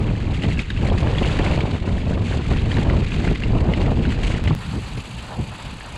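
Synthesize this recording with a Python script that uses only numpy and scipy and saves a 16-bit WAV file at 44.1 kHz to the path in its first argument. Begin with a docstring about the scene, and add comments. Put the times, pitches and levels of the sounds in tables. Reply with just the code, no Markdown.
"""A mountain bike ride on a wet, stony woodland trail, heard by a small microphone on the rider's chest.
First the bike rolls fast: shaped noise makes the wind's thumps and roar and the hiss and spit of the tyres,
while short rings and noise bursts make chain and cables rattle over bumps.
At 4.55 s a hard cut leads to slow rolling: gusts over calmer air, crackling noise for wet leaves, a late
rattle, and a freewheel of ringing clicks that come ever slower."""
import sys
import numpy as np
from scipy import signal
from scipy.fft import rfft, irfft, next_fast_len
from scipy.io import wavfile
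from scipy.ndimage import uniform_filter1d, map_coordinates

SR = 44100
rng = np.random.default_rng(int(sys.argv[2]) if len(sys.argv) > 2 else 0)


def wav_record(signal):
    """Record a signal, one row per channel, as 16-bit PCM in the file named by sys.argv[1]."""
    frames = np.transpose(np.atleast_2d(signal))
    bounded = np.clip(frames, -1, 1)
    # unit amplitude maps onto the largest positive 16-bit level
    quanta = np.round(bounded * 32767).astype(np.int16)
    wavfile.write(sys.argv[1], SR, quanta)


N = 263277  # samples in the whole sound
EDIT_S = 4.5507  # the fast stretch ends and the slow one begins


def amp(db):
    """Turn decibels into a gain."""
    return 10 ** (np.asarray(db) / 20)


def unit(x):
    """Scale a signal to an rms level of 1."""
    return x / np.sqrt(np.mean(x ** 2) + 1e-20)


def curves(rows):
    """Draw straight lines between table rows: one value per sample for each column after the time."""
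    s, *cols = np.transpose(rows)
    return [np.interp(np.arange(N) / SR, s, c) for c in cols]


def wobble(rate):
    """A smooth random curve through a given number of random points a second."""
    steps = np.arange(0, N + 32, 32)
    smooth = map_coordinates(rng.standard_normal(3000), [steps * min(rate, 400) / SR])
    return np.interp(np.arange(N), steps, smooth)


def coloured(x, points):
    """Filter x by gains drawn through (pitch_hz, level_db) points on a log pitch axis."""
    m = next_fast_len(N + 8192)
    hz, db = np.transpose(points)
    log_hz = np.log(np.fft.rfftfreq(m, 1 / SR) + 1)
    gain = amp(np.interp(log_hz, np.log(hz + 1), db))
    return irfft(rfft(x, m) * gain, m)[:N]


def patchy(depth_db):
    """White noise with patches of random gain in time and pitch."""
    z = signal.stft(rng.standard_normal(N), nperseg=256)[2]
    field = uniform_filter1d(rng.standard_normal(z.shape), size=5, axis=0)
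    field = uniform_filter1d(field, size=5, axis=1)
    return signal.istft(z * amp(depth_db * unit(field)), nperseg=256)[1][:N]


def burst(t, rise, t60):
    """The outline of a knock: a quick rise, then a decay of 60 dB in t60 seconds."""
    return (1 - np.exp(-t / rise)) * amp(-60 * t / t60)


# Wind on the fast stretch: start_s, buffet_db, roar_db
WIND_LEVELS = [(0.0, -17.5, -24.5), (0.25, -23.5, -33.5), (0.47, -14.5, -25.5), (0.6, -17.5, -31.5),
               (0.655, -29, -42), (0.72, -24.5, -38), (0.84, -18, -26), (1.55, -18.5, -20),
               (1.84, -24, -33), (1.95, -18.5, -26), (2.05, -22.5, -35), (2.41, -18.5, -24.5),
               (2.45, -25.5, -40), (2.52, -16.5, -23), (2.55, -18, -31.5), (2.9, -16, -20.5),
               (3.05, -19, -33.5), (3.32, -17.5, -25), (3.36, -21, -37.5), (3.67, -16.5, -21),
               (4.12, -18, -28), (4.16, -20.5, -29), (4.42, -18.5, -28), (4.465, -15.5, -27),
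               (4.53, -11, -30), (4.55, -27, -29)]
# Gusts that hit the microphone port squarely: start_s, strength_db
DIRECT_HITS = [(0.065, -20.5), (0.441, -14.5), (0.8982, -17.5), (1.219, -10), (1.396, -7.5), (1.635, -10.5),
               (1.876, -13), (1.952, -20), (2.108, -10.5), (2.176, -13.5), (2.511, -14), (2.887, -24),
               (2.907, -12.5), (3.272, -11.5), (3.531, -18.5), (3.656, -22), (3.689, -6), (3.775, -11.5),
               (3.84, -23), (3.917, -8.5), (4.339, -13), (4.474, -15.5), (4.507, -8.5), (4.738, -22),
               (4.764, -19), (4.976, -18.5), (5.392, -18.5)]
# Balance of pitches in the large eddies: pitch_hz, level_db
BUFFET_COLOUR = [(12, -21), (20, -1.5), (48, 2.5), (107, 0.5), (189, -5.5), (239, -8.5), (400, -18.5),
                 (520, -25), (880, -120)]
# Balance of pitches in the small quick eddies: pitch_hz, level_db
PUFF_COLOUR = [(20, -34), (45, 4), (110, 2.5), (210, -4), (300, -19), (500, -82)]
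# Balance of pitches in the fine turbulence: pitch_hz, level_db
ROAR_COLOUR = [(90, -42), (180, 6.5), (300, 13.5), (600, 9.5), (1000, 3), (1600, -11.5), (3000, -21),
               (5000, -100)]
PUFFS_FROM_S = 4.44  # from here on the eddies are small and quick
CALM_DB, CALM_ROAR_DB = -36.5, -57  # buffet and roar between gusts on the slow stretch


def wind():
    """Eddies thump the port; fine turbulence roars with them and on direct hits, which kick the diaphragm."""
    fast = np.arange(N) < EDIT_S * SR
    buffet_db, roar_db = np.where(fast, curves(WIND_LEVELS), gusts())

    eddies = wobble(22.31)
    air = rng.standard_normal(N) * amp(2.0 * eddies)
    deep = unit(coloured(air, BUFFET_COLOUR))
    puffs = unit(coloured(rng.standard_normal(N), PUFF_COLOUR))
    buffet = np.where(np.arange(N) < PUFFS_FROM_S * SR, deep, puffs)

    # the roar grows with the strength of the buffet, whichever way it pushes
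    strength = np.sqrt(np.abs(uniform_filter1d(buffet ** 2, size=300))) + 1.6
    bursts = strength ** 0.8 * amp(2.3 * eddies + 3.5 * wobble(180))
    roar = unit(rng.standard_normal(N) * bursts) * amp(roar_db)

    thuds, t = np.zeros(N), np.arange(SR // 10) / SR
    for s, db in DIRECT_HITS:
        at = slice(round(s * SR), round(s * SR) + len(t))
        thuds[at] += amp(db + 6) * burst(t, rise=0.0011, t60=0.024) * np.cos(2 * np.pi * 170 * t)
        outline = 0.66 * burst(t, rise=0.0052, t60=0.059) + 1.8 * burst(t, rise=0.0014, t60=0.01)
        roar[at] += amp(db) * outline * rng.standard_normal(len(t))

    roar = coloured(roar, ROAR_COLOUR)
    soft = coloured(roar, [(350, 4.0), (800, -6.5)])  # slower air sheds larger, duller eddies
    return thuds + amp(buffet_db) * buffet + np.where(fast, roar, soft + amp(CALM_DB) * deep)


# Gusts on the slow stretch: peak_s, buffet_db, build_up_s
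GUST_PEAKS = [(4.56, -22, 0.022), (4.775, -20, 0.24), (4.98, -26, 0.35), (5.179, -30, 0.13),
              (5.4, -18, 0.049), (5.503, -28, 0.072), (5.66, -27, 0.044), (5.73, -28, 0.068),
              (5.94, -30, 0.028)]
GUST_EDGE_DB = 20.5  # climb during the build-up
GUST_FALL_DB_PER_S = 312
ROAR_GROWS = 1.7  # roar dB per buffet dB


def gusts():
    """Each gust climbs to its peak, then dies quickly; above calm the roar swings wider than the buffet."""
    t = np.arange(N) / SR
    peak_s, db, build = np.transpose(GUST_PEAKS)[..., None]
    climb = GUST_EDGE_DB * (peak_s - t) / build
    fall = GUST_FALL_DB_PER_S * (t - peak_s)
    buffet_db = (db - np.where(t < peak_s, climb, fall)).max(axis=0)  # the strongest gust wins
    over_calm_db = np.maximum(buffet_db - CALM_DB, 0)
    return buffet_db, CALM_ROAR_DB + ROAR_GROWS * over_calm_db


# Tyre noise on the fast stretch, before bumps: start_s, tread_db
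TYRE_LEVELS = [(0, -40.5), (.54, -42), (.78, -41.5), (1.0, -38.5), (1.3, -33.5), (1.5, -33.5), (1.75, -42),
               (2.2, -44), (2.48, -39), (3.19, -39.5), (3.45, -41.5), (4.0, -40.5), (4.16, -40),
               (4.55, -41)]
# Balance of pitches in the tread noise: pitch_hz, level_db
TREAD_COLOUR = [(400, -16), (900, -9.5), (1500, -6), (2700, -2.5), (3300, -7), (4600, -12), (5500, -24),
                (7000, -100)]
# Balance of pitches in the water spray: pitch_hz, level_db
SPRAY_COLOUR = [(4500, -41), (5600, -7), (6500, -2.5), (7800, -4), (8900, -12), (10300, -14.5),
                (11000, -22), (11800, -34)]
SPRAY_DB = -16.5  # relative to the tread, before bumps


def tyres():
    """Tread noise swells as the wheel loads over bumps; grit crackles, pebbles ping and water sprays."""
    tread_db, = curves(TYRE_LEVELS)
    rough_db = bumps()
    load = amp(2.1 * wobble(120))

    stones = grit(count=2200)
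    tread = unit(coloured(load * (patchy(depth_db=1.0) + 0.47 * stones), TREAD_COLOUR))
    tread = tread + 0.58 * pebbles(count=2400, low_hz=890, high_hz=4600)

    flecks = stones + grit(count=1200)
    spray = unit(coloured(load * (patchy(depth_db=0.0) + 0.29 * flecks), SPRAY_COLOUR))
    # bumps lift the spray more than the tread
    rolling = amp(rough_db) * tread + amp(SPRAY_DB + 1.5 * rough_db) * spray
    return amp(tread_db) * rolling * (np.arange(N) < EDIT_S * SR)


# Rough patches that load the tyres: middle_s, half_length_s, swell_db
ROUGH_PATCHES = [(0.367, 0.03, 4.5), (0.44, 0.031, 6), (0.51, 0.034, 5.5), (0.6, 0.031, 6.5),
                 (0.848, 0.041, 4.5), (0.988, 0.033, 3), (1.27, 0.064, 2.5), (1.755, 0.033, 3.5),
                 (1.889, 0.03, 4), (1.972, .04, 4.5), (2.113, 0.043, 5), (2.302, 0.088, 6), (2.54, 0.1, 2),
                 (2.77, 0.082, 3.5), (2.97, 0.05, 2), (3.128, 0.058, 3), (3.255, 0.077, 4),
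                 (3.601, 0.026, 4), (3.8, 0.046, 3), (4.121, 0.019, 6), (4.257, 0.044, 6),
                 (4.322, 0.039, 6), (4.375, 0.015, 5), (4.494, 0.05, 3)]


def bumps():
    """Each rough patch lifts the tyre noise quickly, holds it and lets it drop, in dB."""
    s, half, db = np.transpose(ROUGH_PATCHES)[..., None]
    distance = (np.arange(N) / SR - s) / half
    return (db * np.clip(1 - distance ** 4, 0, 1)).sum(axis=0)


def grit(count):
    """Small stones and mud flecks: scattered bursts of noise a few milliseconds long."""
    when, size, life = rng.random((count, 3)).T[..., None]
    t = np.arange(SR // 80) / SR
    outline = amp(20.0 * size ** 2) * burst(t, rise=0.0011, t60=0.0016 + 0.0094 * life)
    grains = outline * rng.standard_normal((count, len(t)))
    at = (when * N).astype(int) + np.arange(len(t))
    return unit(np.bincount(at.ravel(), grains.ravel(), minlength=N)[:N])


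def pebbles(count, low_hz, high_hz):
    """Stones flicked against each other and the frame: short pings, each at its own pitch."""
    when, size, life, pitch = rng.random((count, 4)).T[..., None]
    t = np.arange(SR // 50) / SR
    hz = low_hz * (high_hz / low_hz) ** pitch
    outline = amp(15.5 * size ** 2) * burst(t, rise=0.0012, t60=0.0024 + 0.0081 * life)
    pings = outline * np.sin(2 * np.pi * hz * t)
    at = (when * N).astype(int) + np.arange(len(t))
    together = np.bincount(at.ravel(), pings.ravel(), minlength=N)[:N]
    return unit(coloured(together, TREAD_COLOUR[1:]))


# Slaps of chain or cable: start_s, strength_db, stronger_pitch_hz, weaker_pitch_hz
SLAPS_ON_FRAME = [(.3446, -24, 2750, 3340), (.4204, -19, 2800, 2050), (.4354, -15, 2880, 2050),
                  (.4508, -20, 2020, 3140), (.5094, -23, 2240, 2970), (.5915, -10, 2590, 2150),
                  (.7023, -15, 1640, 3780), (.7636, -22, 2670, 1590), (.7741, -19.5, 2720, 1930),
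                  (.8995, -19.5, 3280, 2670), (.9773, -17, 1940, 2800), (1.0718, -18, 1700, 3000),
                  (1.1495, -22, 2970, 1680), (1.183, -13.5, 3380, 2000), (1.2464, -16, 2270, 1350),
                  (1.3901, -14.5, 1890, 2500), (1.4625, -15, 2220, 1460), (1.6056, -16, 2270, 3190),
                  (2.5157, -23, 2050, 1220), (2.5336, -20, 1580, 3000), (2.5608, -24, 1740, 2560),
                  (2.7151, -14.5, 3110, 1790), (2.7689, -15, 1810, 2300), (2.7828, -16.5, 1520, 2860),
                  (2.8984, -13.5, 1980, 1430), (3.1188, -16.5, 2500, 3300), (3.2491, -15, 2100, 1570),
                  (3.2753, -17, 1590, 2370), (3.3563, -17, 2040, 3180), (3.4211, -17, 2060, 1600),
                  (3.4353, -14.5, 2730, 2130), (3.7358, -12.5, 2070, 3000), (3.8087, -20.5, 2890, 2110),
                  (3.8599, -18.5, 1990, 2840), (4.0515, -16.5, 1550, 2880), (4.1042, -30, 2630, 2130),
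                  (4.1214, -18, 2030, 1500), (4.2472, -29, 2820, 4400), (4.3478, -19, 2030, 2760),
                  (4.4752, -12.5, 2040, 2930), (5.8072, -22, 1807, 3060)]


def rattles():
    """Jolts slap chain or cable on the frame: two brief rings, a crack with clattering rebounds, a bright edge."""
    ring, clatter, edge = np.zeros((3, N + SR))
    t = np.arange(SR // 10) / SR
    for s, db, hz, other_hz in SLAPS_ON_FRAME:
        at = slice(round(s * SR), round(s * SR) + len(t))
        wander, clatter_noise, edge_noise = rng.standard_normal((3, len(t)))
        drift = np.cumsum(wander) * 0.066  # loose parts do not hold their phase
        strong = np.sin(2 * np.pi * hz * t + drift)
        weak = amp(-4.5) * np.sin(2 * np.pi * other_hz * t - drift)
        ring[at] += amp(db + 6.5) * burst(t, rise=0.0009, t60=0.023) ** 2 * (strong + weak)

        crack = burst(t, rise=0.0019, t60=0.01)
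        rebounds = amp(-3.5) * burst(t, rise=0.0022, t60=0.076)
        clatter[at] += amp(db + 1.0) * (crack + rebounds) * clatter_noise
        edge[at] += amp(db - 17.5) * burst(t, rise=0.001, t60=0.02) * edge_noise
    rings = coloured(ring[:N], [(5000, -1.5), (11000, -43)])
    return rings + coloured(clatter[:N], TREAD_COLOUR[1:]) + coloured(edge[:N], SPRAY_COLOUR)


# Wet leaves on the slow stretch: start_s, squelch_db, share of the higher tone (0-1)
LEAF_LEVELS = [(4.551, -44, 1), (4.72, -44.5, 0.97), (5.185, -48, 0.9), (5.29, -38.5, 0.8), (5.37, -39, 0),
               (5.5, -46, 0.6), (5.555, -36.5, 1), (5.6, -43.5, 0.6), (5.79, -45.5, 0.95),
               (5.97, -41, 0.55)]
# Balance of pitches in the rustle: pitch_hz, level_db
RUSTLE_COLOUR = [(1000, 2), (1700, -4), (2100, 0.5), (2700, 5), (3200, 0), (4600, -2), (5400, -16),
                 (7600, -10.5), (9000, -19), (10400, -18), (12000, -29), (14100, -36)]
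# Balance of pitches in the lower squelch tone: pitch_hz, level_db
SQUELCH_COLOUR = [(200, -28), (450, -6), (750, -6.5), (1000, -8.5), (1500, -66)]
RUSTLE_DB = -40
SQUELCH_UP = 1.87  # pitch of the higher tone over the lower


def leaves():
    """Slow rolling over wet litter: a fine crackling rustle over a hollow squelch."""
    squelch_db, high = curves(LEAF_LEVELS)
    crackle = amp(0.42 * wobble(4.76) + 1.8 * wobble(90))
    rustle = unit(coloured(crackle * patchy(depth_db=1.45), RUSTLE_COLOUR))

    mud = amp(2.6 * wobble(30)) * patchy(depth_db=0.5)
    low_tone = unit(coloured(mud, SQUELCH_COLOUR))
    high_tone = unit(coloured(mud, np.multiply(SQUELCH_COLOUR, [SQUELCH_UP, 1])))
    squelch = np.sqrt(1 - high) * low_tone + np.sqrt(high) * high_tone
    return (amp(RUSTLE_DB) * rustle + amp(squelch_db) * squelch) * (np.arange(N) >= EDIT_S * SR)


# The slowing wheel: start_s, pawl drops a second
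WHEEL_RATE = [(4.557, 69.1), (4.997, 57.7), (5.297, 48.4), (5.597, 46.4), (5.657, 34.4), (5.967, 31.1)]
# Rings of the hub, strength before random scatter: pitch_hz, level_db, time to fade by 60 dB (s)
HUB_RINGS = [(8000, -4, 0.023), (8200, 0, 0.012), (10000, -3, 0.02)]
FIRST_DROP = 0.22  # share of a tooth still to go at the first row
PAWL_DB, PAWL_SCATTER_DB = -44.5, 1.5
PAWL_GAIN_DB_PER_S = 3  # drops grow firmer as the wheel slows


def freewheel():
    """Pawls drop over ratchet teeth as fast as the wheel turns, ringing the hub at new strengths each time."""
    hub, t = np.zeros(N + SR), np.arange(SR // 30) / SR
    rate, = curves(WHEEL_RATE)
    turning = np.arange(N) >= WHEEL_RATE[0][0] * SR
    teeth = np.cumsum(rate * turning) / SR - FIRST_DROP
    # a pawl drops each time the tooth count passes a whole number
    for at in np.flatnonzero(np.diff(np.floor(teeth))):
        tick = amp(3.0) * burst(t, rise=0.00095, t60=0.036) * np.diff(rng.standard_normal(len(t) + 1))
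        for hz, level_db, t60 in HUB_RINGS:
            strength = amp(level_db + rng.normal(0, 4.1))
            tick += strength * burst(t, rise=0.0015, t60=t60) * np.sin(2 * np.pi * hz * t)
        firmer_db = PAWL_GAIN_DB_PER_S * (at / SR - EDIT_S)
        scatter_db = PAWL_SCATTER_DB * rng.standard_normal()
        hub[at:][:len(t)] += amp(PAWL_DB + firmer_db + scatter_db) * tick
    return coloured(hub[:N], [(4500, -18), (6500, 2.5), (10500, -10.0), (14000, -42)])


def scene():
    """Add all the sources at one microphone."""
    return (wind() + tyres() + rattles() + leaves() + freewheel())[None]


EDIT_DB = -15.5  # size of the pressure step at the cut
FAST_TOP_HZ, SLOW_TOP_HZ, TOP_HZ = 11900, 14150, 15800  # highest pitch: fast stretch, slow stretch, overall


def below(x, hz):
    """Remove pitches above hz with a steep slope."""
    return coloured(x, [(hz, 0), (hz + 200, -120)])


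def record(dry):
    """Soft overload and band limits; the cut ends in a pressure trough and fades the slow stretch in."""
    x = dry[0] / np.sqrt(1 + np.abs(dry[0] / 0.75) ** 2)
    since = np.arange(N) / SR - EDIT_S
    x = np.where(since < 0, below(x, FAST_TOP_HZ), below(x, SLOW_TOP_HZ))
    fade_s = np.where(since < 0, 0.0015, 0.006)  # out, then in
    join = 1 - np.exp(-np.abs(since) / fade_s)
    trough = amp(EDIT_DB) * (1 - join) * (since < 0)
    return below(x * join - trough, TOP_HZ)[None]


dry = scene()
out = record(dry)
wav_record(out)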